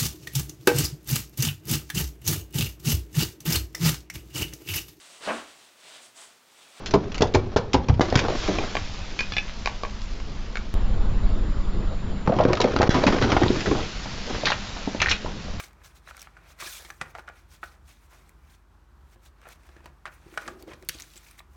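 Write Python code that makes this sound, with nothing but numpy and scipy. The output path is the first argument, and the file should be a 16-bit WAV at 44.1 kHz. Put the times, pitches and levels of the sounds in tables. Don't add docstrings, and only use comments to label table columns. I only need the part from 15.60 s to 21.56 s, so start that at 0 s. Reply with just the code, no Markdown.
import sys
import numpy as np
from scipy import signal
from scipy.io import wavfile
from scipy.ndimage import uniform_filter1d

SR = 44100
rng = np.random.default_rng(int(sys.argv[2]) if len(sys.argv) > 2 else 0)


def to_wav(s):
    ch = np.atleast_2d(s).T
    pcm = np.round(np.clip(ch, -1, 1) * 32767)
    wavfile.write(sys.argv[1], SR, pcm.astype(np.int16))


def ratio_of_db(decibels):
    return 10 ** (np.asarray(decibels, float) / 20)


N = 262832

# (frequency [Hz], density [dB per Hz])
AIR_SPECTRUM = [(18, -44), (33, 3.5), (42, -14), (54, -9), (64, 4), (81, -10.5), (98, -24), (164, -20.5),
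                (227, -32), (341, -25.5), (497, -38), (1030, -29.5), (1390, -32.5), (1540, -34),
                (2130, -43), (14500, -57.5), (19000, -93)]
# (frequency [Hz], width [Hz], level [dB])
RUMBLE_BANDS = [(66.3, 9.5, -62)]
# (frequency [Hz], t60 [s])
ROOM_DECAY = [(200, 0.68), (1500, 0.31), (5000, 0.085), (15000, 0.11)]
# (time [s], peak level [dB])
SHUDDERS = [
    (1.469, -56),
    (2.039, -47),
    (4.06, -58),
    (4.259, -50.5),
    (4.879, -49),
]
# (time [s], level [dB], decay rate [dB/s])
DRAG_JOLTS = [
    (4.666, -52.5, 296),
    (4.728, -49.5, 120),
    (4.864, -41, 198),
    (4.925, -46, 160),
    (5.007, -47, 201),
    (5.078, -44.5, 217),
    (5.228, -49.5, 600),
    (5.352, -47.5, 700),
    (5.42, -63, 899),
]
# (time [s], rms level [dB], frequency [Hz], length [s])
SQUEAKS = [(.475, -60, 3900, .012), (.486, -58, 4000, 0.0076), (1.008, -49.5, 5400, 0.014),
           (1.025, -32, 1186, .004), (1.062, -43.5, 2450, 0.011), (1.061, -45.5, 3650, 0.0087),
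           (1.076, -48, 1740, .016), (1.077, -46, 4050, .007), (1.11, -55, 1490, .02),
           (1.115, -54, 3500, 0.027), (1.145, -52.5, 6500, 0.026), (1.162, -54, 8000, .02),
           (1.165, -50.5, 6900, .02), (1.185, -53, 6000, .02), (1.2, -56, 1750, 0.034),
           (1.462, -51, 1600, 0.015), (1.635, -58.5, 1750, 0.026), (1.945, -64, 3200, 0.026),
           (3.871, -52, 680, .008), (3.86, -54, 1390, .02), (3.925, -57.5, 2300, 0.028),
           (4.782, -32, 1194, 0.00502), (4.457, -40, 1750, 0.00398), (4.83, -49.5, 1230, .02),
           (5.088, -59, 3200, 0.014), (5.085, -57, 2050, 0.013), (5.117, -56.5, 3200, 0.019),
           (5.115, -55, 2200, 0.018), (5.122, -50.5, 1070, 0.023), (5.135, -58, 2450, 0.019),
           (5.09, -50, 505, .04), (5.347, -54, 6400, 0.014), (5.685, -60, 2450, .02),
           (5.573, -52, 7800, 0.019)]
# (time [s], peak level [dB], centre frequency [Hz], sparkle
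# [dB])
CREASE_SNAPS = [(.083, -48, 2880, -12), (.131, -49, 2320, -6), (0.568, -33.5, 2150, -20),
                (.5935, -37.5, 3550, -20), (.6075, -40, 5640, -16), (.617, -30, 5940, -4),
                (0.627, -35.5, 2580, -4), (1.075, -34, 4190, -16), (1.29, -59, 2110, -21),
                (1.579, -43.5, 2160, -20), (2.693, -43.5, 2210, 0), (3.8157, -48, 2800, -4),
                (3.888, -46, 2050, 10.5), (4.034, -51, 2000, -20), (4.46, -45, 2220, -21),
                (4.818, -42, 2020, -4), (5.0244, -37, 4500, -2), (5.2154, -59.5, 2230, 2),
                (5.225, -41, 2060, -12), (5.249, -54.5, 2490, 10.5), (5.2877, -16, 4520, 3),
                (5.2936, -15.5, 2290, -14), (5.386, -36.5, 4430, -21), (5.399, -29.5, 2090, -19),
                (5.4056, -33, 5740, -19), (5.4212, -27.5, 6600, -18), (5.536, -41, 3180, -22),
                (5.565, -42, 4230, -19), (5.576, -37, 7400, -11), (5.793, -36.5, 4030, -9),
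                (.989, -43, 2000, -15), (1.005, -30, 1990, -13), (1.0125, -30, 2200, -15),
               (1.045, -35, 2600, -12), (3.878, -60, 9000, 10), (4.2575, -45, 4500, 2),
               (4.865, -44, 5000, -10), (5.379, -45, 6000, -15), (5.5024, -49, 4620, -10),
               (5.557, -47, 7700, -5), (5.711, -42, 9500, -3), (5.716, -50, 9000, -1),
               (5.427, -39, 6800, -8), (5.788, -49, 7900, 6), (.5965, -36, 6200, -6),
               (1.688, -46, 5500, -17), (5.2915, -21, 4500, -2), (5.2965, -28, 3000, -4),
               (1.305, -36, 5900, -5), (4.7743, -32, 3820, -16), (5.346, -42, 6400, -10),
               (5.569, -46, 5000, -8), (5.58, -46, 3500, -8), (5.686, -50, 2400, -8), (3.924, -51, 5970, 2)]
# (frequency [Hz], density [dB per Hz])
CRACK_SPECTRUM = [(470, -84), (800, -53), (2050, -5.5), (3870, -3.5), (5250, -4), (7920, -9.5),
                  (13800, -14), (16400, -19), (19000, -31)]
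# (frequency [Hz], density [dB per Hz])
HISS_SPECTRUM = [(240, -54), (400, -42), (609, -26.5), (1660, -36), (2440, 1.5), (2780, 0), (3600, 2.5),
                 (9040, 3), (16400, -3), (17500, -15), (19000, -60)]
# (frequency [Hz], density [dB per Hz])
WALL_SPECTRUM = [(300, -40), (550, 0), (900, -6), (1300, -2), (1800, -4.5), (2400, -3.5), (3200, -18),
                 (5000, -38.5)]
# (frequency [Hz], width [Hz], gain [dB])
FLAP_RESONANCES = [(2260, 260, 4), (3460, 2400, 6), (5970, 1200, 3)]
# (time [s], hiss level [dB], rise [s], fall [s])
BRUSHES = [(0, -39.5, .0063, 0.028), (.036, -45, 0.037, 0.05), (0.246, -50.5, 0.018, 0.079),
           (0.365, -53.5, 0.024, 0.033), (.917, -54.5, 0.085, 0.029), (1.51, -56.5, 0.047, 0.016),
           (1.585, -57.5, .01, .054), (1.935, -52.5, 0.051, 0.063), (2.035, -52.5, 0.021, 0.1),
           (2.125, -62, .05, 0.051), (2.286, -55, 0.038, 0.12), (2.68, -66, .06, 0.063),
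           (2.915, -63, 0.068, .052), (2.952, -61, .04, .011), (3.544, -62.5, 0.094, 0.02),
           (3.665, -55, 0.053, 0.031), (3.93, -49.5, 0.061, 0.015), (3.957, -61, 0.022, .012),
           (4.068, -60, 0.015, 0.016), (5.002, -58.5, 0.049, 0.065), (5.397, -48.5, 0.025, 0.086),
           (5.514, -61, 0.02, 0.13), (5.57, -51.5, 0.029, 0.043), (5.712, -59.5, 0.87, 0.13)]
# (time [s], hiss level [dB], rise [s], fall [s], brightness [dB])
SCRAPES = [(.505, -50, 0.055, 0.012, -3.5), (.62, -57, 0.18, 0.097, -4.5), (1.01, -46.5, 0.03, 0.13, 2.5),
           (1.775, -60.5, 0.077, 0.096, -1.5), (2.442, -70.5, 0.067, 0.059, 9.5),
           (2.518, -62.5, 0.04, 0.23, 2.5), (2.567, -73, 0.17, 0.12, -10), (2.905, -69, 0.18, 0.14, 4.5),
           (4.07, -67, 0.22, 0.25, -1), (4.537, -62, .052, 0.056, 5.5), (4.695, -63, 0.018, .091, 1),
           (4.748, -66, 0.04, 0.022, 12.5), (4.777, -60, .008, 0.03, -10), (4.905, -56, 0.39, 0.064, -2.5),
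           (5.078, -64.5, 0.0068, 0.12, -6), (5.194, -69.5, .099, 0.32, -1),
           (5.69, -72.5, 0.048, 0.088, 16), (5.791, -63.5, 0.019, 0.018, 16)]
# (time [s], hiss level [dB], rise [s], fall [s], brightness [dB])
SLIDES = [(1.001, -42, .01, 0.094, -3), (1.043, -47, .032, .11, -9), (1.071, -42.5, .038, 0.24, 4.5),
          (1.127, -53.5, .04, 0.064, 11.5), (1.163, -42.5, .07, 0.081, -3), (5.298, -52, .0027, 0.23, -5),
          (5.338, -63.5, .044, .06, -21), (5.47, -66, .06, .08, 12), (5.67, -68, .1, .08, 12),
          (1.295, -64, .02, .015, 14), (1.13, -48, .05, .06, 0), (4.82, -58, .03, .03, -10),
          (5.94, -78, .062, 0.065, 15)]
# (time [s], body level [dB], rise [s], fall [s])
SQUEEZES = [(.074, -58.5, .047, 0.14), (.213, -58, 0.071, 0.39), (.763, -60.5, 0.092, 0.27),
            (.875, -54, 0.2, 0.17), (1.202, -49.5, 0.039, 0.082), (1.289, -52.5, 0.017, 0.082),
            (1.418, -44, 0.024, 0.13), (1.55, -45.5, 0.006, 0.1), (1.669, -54, .0027, 0.13),
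            (2.137, -54, 0.046, 0.054), (3.865, -50.5, 0.1, 0.061), (4.185, -58, 0.24, .022),
            (4.275, -53.5, 0.11, 0.051), (4.47, -39, 0.012, 0.025), (4.806, -47.5, .024, 0.17),
            (5.121, -43, 0.054, 0.035)]
# (frequency [Hz], level [dB], t60 [s])
BOX_MODES = [(707, -15.5, 0.059), (855, 0.5, 0.017), (1190, -13, 0.095), (1370, -15, 0.033),
             (1400, -20.5, 0.037), (1690, -8.5, 0.045), (1850, -6, 0.025), (2400, -16, .04),
             (2900, -27, .035)]
# (frequency [Hz], level [dB], t60 [s])
TABLE_MODES = [(75, -19, 0.028), (145, -2, 0.063), (224, -11, 0.089), (345, -1, .07), (517, -13.5, 0.16)]
# (time [s], peak level [dB], own ring [Hz], crack re peak [dB])
EDGE_TAPS = [(.002, -28, 2350, -6), (.01, -50, 2190, -8), (.109, -49.5, 1100, -6), (.475, -33, 1370, -26),
             (0.4887, -34.5, 1480, -21), (.51, -33, 1370, -25), (.547, -39, 1380, -28),
             (0.578, -37.5, 1430, -5), (.594, -55, 2460, 8), (0.672, -33.5, 1370, -37),
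             (0.768, -37.5, 1500, -19), (1.001, -32.5, 1540, -11), (1.011, -37, 1810, 1),
             (1.3027, -26, 1660, -11), (1.551, -25.5, 1320, -17), (1.585, -30, 855, -20),
             (1.677, -37.5, 1370, -7), (1.681, -29.5, 1480, -44), (1.688, -34, 1500, -16),
             (2.033, -31.5, 1335, -34), (2.039, -29.5, 1430, -16.5), (3.817, -47, 1490, -7),
             (4.455, -23, 1260, -15.5), (4.461, -28, 1700, -16), (4.74, -39, 1500, -20),
             (4.7751, -16, 1404, -11.5), (4.779, -24, 1190, -22), (4.823, -38, 1190, -20),
             (4.878, -28, 1690, 0), (5.779, -51, 2240, -10), (5.79, -39, 1930, -18),
             (5.804, -36.5, 1150, -26)]
# (time [s], peak level [dB], own ring [Hz], crack re peak [dB])
MORE_EDGE_TAPS = [
    (.772, -41.5, 1380, -14),
    (1.4145, -22, 1460, -14),
    (1.418, -26.5, 1950, -11),
    (1.555, -31.5, 800, -22),
    (1.698, -35, 750, -24),
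    (4.886, -34, 1140, -10),
    (4.262, -37, 880, -9),
    (4.466, -36, 2360, -15),
    (3.83, -47.5, 1300, -20),
    (3.89, -47, 1500, -20),
]
# (time [s], peak level [dB], own ring [Hz], crack re peak [dB])
SCUFFS = [
    (.037, -40, 2260, 1),
    (1.073, -37.5, 1680, -10),
    (1.249, -36, 1990, -2),
    (2.529, -51, 646, -14),
    (3.855, -39, 1340, -25),
    (3.869, -42, 666, -30),
    (4.477, -36.5, 1530, -30),
]
# (time [s], peak level [dB], own ring [Hz], crack re peak [dB], thud re peak [dB])
TABLE_BLOWS = [(1.024, -29, 1190, -16, -12), (1.063, -34.5, 2500, -14, -8), (1.593, -34.5, 1450, -12, -11),
               (1.413, -19, 1476, -8, -14), (2.03, -27, 1444, -38, -16), (3.56, -52, 630, -17, 6),
               (4.09, -48, 1690, -5, -1.5), (4.165, -43.5, 495, -10, -1), (4.205, -49, 950, -10, 0),
               (4.243, -47, 517, -4, -8), (4.258, -37, 1030, -9.5, -4.5), (4.661, -49.5, 1030, -12, 5.5),
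               (4.882, -28, 1163, -24, -7), (5.079, -43, 523, -19, 1), (5.134, -36, 530, -5.5, -3),
               (5.231, -47.5, 549, -10, 5.5), (5.289, -29.5, 2210, 5.5, -9), (5.351, -48, 473, -1, 8),
               (5.558, -56.5, 2210, 14, 10.5), (5.665, -44.5, 2320, -13, -15), (5.712, -52, 2320, -7, -28)]

BRUSH_BODY_DB, BRUSH_BRIGHT_DB = -2.5, 0
SCRAPE_BODY_DB, SLIDE_BODY_DB = 5.5, -6.5
SQUEEZE_HISS_DB, SQUEEZE_BRIGHT_DB = -19.5, -9
EDGE_THUD_DB, EDGE_RATTLE_S = -26, 0.0038
SCUFF_THUD_DB, SCUFF_RATTLE_S = -11, 0.014
BLOW_RATTLE_S = 0.0059


def rms_one(x):
    return x / np.sqrt(np.mean(x ** 2) + 1e-20)


def peak_one(x):
    return x / (abs(x).max() + 1e-20)


def read(points, hz):
    f, value = np.transpose(points)
    return np.interp(np.log(hz + 1), np.log(f + 1), value)


def add(mix, s, sound):
    part = mix[max(round(s * SR), 0):][:len(sound)]
    part += sound[:len(part)]


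def filtered(x, order, hz, kind):
    return signal.sosfilt(signal.butter(order, hz, kind, fs=SR, output="sos"), x)


def resonate(x, hz, width):
    return signal.lfilter(*signal.iirpeak(hz, max(hz / width, .3), SR), x)


def coloured(x, points):
    hz = abs(np.fft.fftfreq(4096, 1 / SR))
    log_gain = np.log(ratio_of_db(np.maximum(read(points, hz), -100)))
    taps = np.fft.ifft(np.exp(np.conj(signal.hilbert(log_gain)))).real[:2048]
    return signal.oaconvolve(x, taps)[:len(x)]


def room_tone():
    patches_db = rms_one(uniform_filter1d(rng.standard_normal(N), 6000))
    air = rms_one(coloured(rng.standard_normal(N), AIR_SPECTRUM))
    air = rms_one(filtered(air, 4, 85, "high"))
    hum = ratio_of_db(-59) * np.sqrt(2) * np.sin(2 * np.pi * 49.2 * np.arange(N) / SR)
    rumble = 0
    for hz, width, db in RUMBLE_BANDS:
        band = resonate(resonate(rng.standard_normal(N), hz, width), hz, width)
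        rumble = rumble + ratio_of_db(db) * rms_one(band)
    return ratio_of_db(-59.5 + patches_db) * air + rumble + hum


def room(x):
    taps = np.zeros(SR // 2)
    at = np.arange(150, len(taps) - 20, 20)
    taps[at + rng.integers(0, 20, len(at))] = rng.choice([-1., 1.], len(at))
    hz, t, z = signal.stft(taps, SR, nperseg=256)
    decay_db = -60 * t / read(ROOM_DECAY, hz)[:, None]
    tail = signal.istft(z * ratio_of_db(decay_db), SR, nperseg=256)[1]
    return signal.fftconvolve(x, tail / np.linalg.norm(tail))[:N]


def shudder(s, db):
    hz, t60, rise = 69.8, 0.8, 0.017
    t = np.arange(SR) / SR
    envelope = ratio_of_db(db - 60 * t / t60) * np.minimum(t / rise, 1)
    return s, envelope * np.sin(2 * np.pi * hz * t)


def drag():
    s, db, dying = np.transpose(DRAG_JOLTS)[:, :, None]
    since = np.arange(N) / SR - s
    shake = rng.standard_normal(N)
    lumps_db = 2.6 * rms_one(uniform_filter1d(rng.standard_normal(N), 700))
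    shake = shake * ratio_of_db(lumps_db)
    hum = rms_one(resonate(shake, 345, 28))
    hum = hum + .2 * rms_one(resonate(resonate(shake, 400, 450), 400, 450))
    rise_db_per_s = 1499
    level = db - np.maximum(-rise_db_per_s * since, dying * since)
    return hum * ratio_of_db(level.max(0))


def squeak(s, db, hz, length, grit):
    rough, width = 1.6, .13 * hz
    t = np.arange(min(round(2 * length * SR), len(grit))) / SR
    fuzz = rms_one(resonate(resonate(grit, hz, width), hz, width))[:len(t)]
    tone = np.sqrt(2) * np.sin(2 * np.pi * hz * t) + rough * fuzz
    tone = tone / np.hypot(1, rough)
    return s - length, ratio_of_db(db) * np.hanning(len(t)) ** 2 * tone


def snap(s, db, hz, sparkle_db, grit):
    length = 0.0014 + 0.00011 * hz / 1e3
    t = np.arange(len(grit)) / SR
    burst = grit * np.exp(-t / max(length, .0002)) * np.minimum(t / 0.00015, 1)
    wide = coloured(burst, CRACK_SPECTRUM)
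    top = filtered(wide, 2, 8000, "high")
    body = peak_one(peak_one(wide - top) + 0.88 * peak_one(resonate(burst, hz, 360)))
    return s, ratio_of_db(db) * (body + ratio_of_db(sparkle_db) * peak_one(top))


def strokes():
    brushes = [(*row, BRUSH_BODY_DB, BRUSH_BRIGHT_DB) for row in BRUSHES]
    scrapes = [(*row, SCRAPE_BODY_DB, bright) for *row, bright in SCRAPES]
    slides = [(*row, SLIDE_BODY_DB, bright) for *row, bright in SLIDES]
    squeezes = [(s, db + SQUEEZE_HISS_DB, *span, -SQUEEZE_HISS_DB, SQUEEZE_BRIGHT_DB)
                for s, db, *span in SQUEEZES]
    return brushes + scrapes + slides + squeezes


def rubbing(patchy_db=1.6, catches=.006, catch_db=3.0, flutter_db=0.96):
    s, db, rise, fall, body_db, bright_db = np.transpose(strokes())[:, :, None]
    t = np.arange(N // 64 + 5) * 64 / SR
    hz = np.fft.rfftfreq(256, 1 / SR)[:, None]

    rising = -2 * (t - s) / np.maximum(rise, .004)
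    falling = 2 * (t - s) / np.maximum(fall, .004)
    speed = 1 / (10 ** np.clip(rising, -30, 30) + 10 ** np.clip(falling, -30, 30))

    def total(offset_db):
        return (speed * ratio_of_db(2 * (db + offset_db))).sum(0)

    dull, bright = total(-bright_db), total(bright_db)
    low = total(body_db - .5 * (bright_db + 10.5))
    high = total(body_db + .5 * (bright_db + 0.5))

    share = 1 / (1 + (6500 / (hz + 1)) ** 3)
    upper = 1 / (1 + (1200 / (hz + 1)) ** 4)
    flaps_db = sum(gain / (1 + (2 * (hz - f) / w) ** 2) for f, w, gain in FLAP_RESONANCES)
    hiss = ratio_of_db(2 * (read(HISS_SPECTRUM, hz) + flaps_db)) / (1 + (2000 / (hz + 1)) ** 6)
    walls = ratio_of_db(2 * read(WALL_SPECTRUM, hz))
    power = hiss / hiss.sum() * (dull * (1 - share) + bright * share)
    power = power + walls / walls.sum() * (low * (1 - upper) + high * upper)

    a, b, patches = rng.standard_normal((len(t), 129, 3)).T
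    flutter = rms_one(uniform_filter1d(patches[0], 4))
    patches = rms_one(uniform_filter1d(uniform_filter1d(patches, 9, 0), 10, 1))
    spots = 1. * (rng.random((len(t), 129)).T < catches)
    spots = 14 * uniform_filter1d(uniform_filter1d(spots, size=7, axis=0), size=2, axis=1)
    power = power * (1 + ratio_of_db(2 * catch_db) * abs(spots))
    z = (a + 1j * b) * np.sqrt(power) * ratio_of_db(patchy_db * patches + flutter_db * flutter)
    return signal.istft(z, nperseg=256, noverlap=192)[1][:N]


def rings(modes, luck, spread_db, detune=.015):
    hz, db, t60 = np.transpose(modes)[:, :, None]
    t = np.arange(8000) / SR
    shift = 1 + detune * luck[:len(hz), None]
    db = db + spread_db * luck[::-1][:len(hz), None]
    return (ratio_of_db(db - 60 * t / t60) * np.sin(2 * np.pi * hz * shift * t)).sum(0)


def knocks():
    edges = [(*row, EDGE_THUD_DB, EDGE_RATTLE_S) for row in EDGE_TAPS]
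    scuffs = [(*row, SCUFF_THUD_DB, SCUFF_RATTLE_S) for row in SCUFFS]
    blows = [(*row, BLOW_RATTLE_S) for row in TABLE_BLOWS]
    more_edges = [(*row, EDGE_THUD_DB, EDGE_RATTLE_S) for row in MORE_EDGE_TAPS]
    return sorted(edges + scuffs + blows) + more_edges


def tap(s, db, hz, crack_db, thud_db, rattle, luck, grit):
    t = np.arange(len(grit)) / SR
    fade = np.exp(-t / max(rattle, .0005))
    after = (0, 8000 - len(grit))
    contacts = .03 * grit ** 3 * fade
    contacts[:7] += np.hanning(7) / 2

    box = rings(BOX_MODES, luck, 3.5)
    own_ring = rings([(hz, 0, .0095)], luck, 0, 0)
    own_ring = own_ring * (1 - np.exp(-np.arange(8000) / SR / .0003))
    ring = peak_one(signal.oaconvolve(contacts, box + ratio_of_db(14) * own_ring)[:8000])
    scatter = peak_one(coloured(np.pad(grit * fade ** 2.44, after), WALL_SPECTRUM))
    panel = filtered(ring + .5 * scatter, 2, .45 * hz, "high")

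    crack = coloured(np.pad(contacts + 0.069 * grit * fade, after), CRACK_SPECTRUM)
    crack = filtered(crack, 3, [2800, 10000], "band")
    thud = rings(TABLE_MODES, luck, 3.3)
    sound = peak_one(panel) + ratio_of_db(crack_db) * peak_one(crack) + ratio_of_db(thud_db) * peak_one(thud)
    return s, ratio_of_db(db) * sound


def scene():
    tone = room_tone()
    hands = rubbing() + drag()
    echo = room(np.eye(1, N)[0])[:SR // 2]
    for row, chance in zip(knocks(), rng.standard_normal((80, 2020))):
        add(hands, *tap(*row, chance[:20], chance[20:]))
    for row, grit in zip(CREASE_SNAPS, rng.standard_normal((60, 2000))):
        add(hands, *snap(*row, grit))
    for row, grit in zip(SQUEAKS, rng.standard_normal((60, 4000))):
        add(hands, *squeak(*row, grit))
    for row in SHUDDERS:
        add(tone, *shudder(*row))
    reverberation = ratio_of_db(-15.0) * signal.oaconvolve(hands, echo)[:N]
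    return (hands + reverberation + tone)[None]


def band_limit(x):
    return signal.sosfilt(signal.butter(12, 19510, fs=SR, output="sos"), x)


def record(dry):
    mix = dry - .5 * resonate(dry, 10420, 600)
    mix = filtered(mix, 6, 36, "high")
    mix = filtered(mix, 8, 17800, "low")
    return band_limit(mix)


dry = scene()
out = record(dry)
to_wav(out)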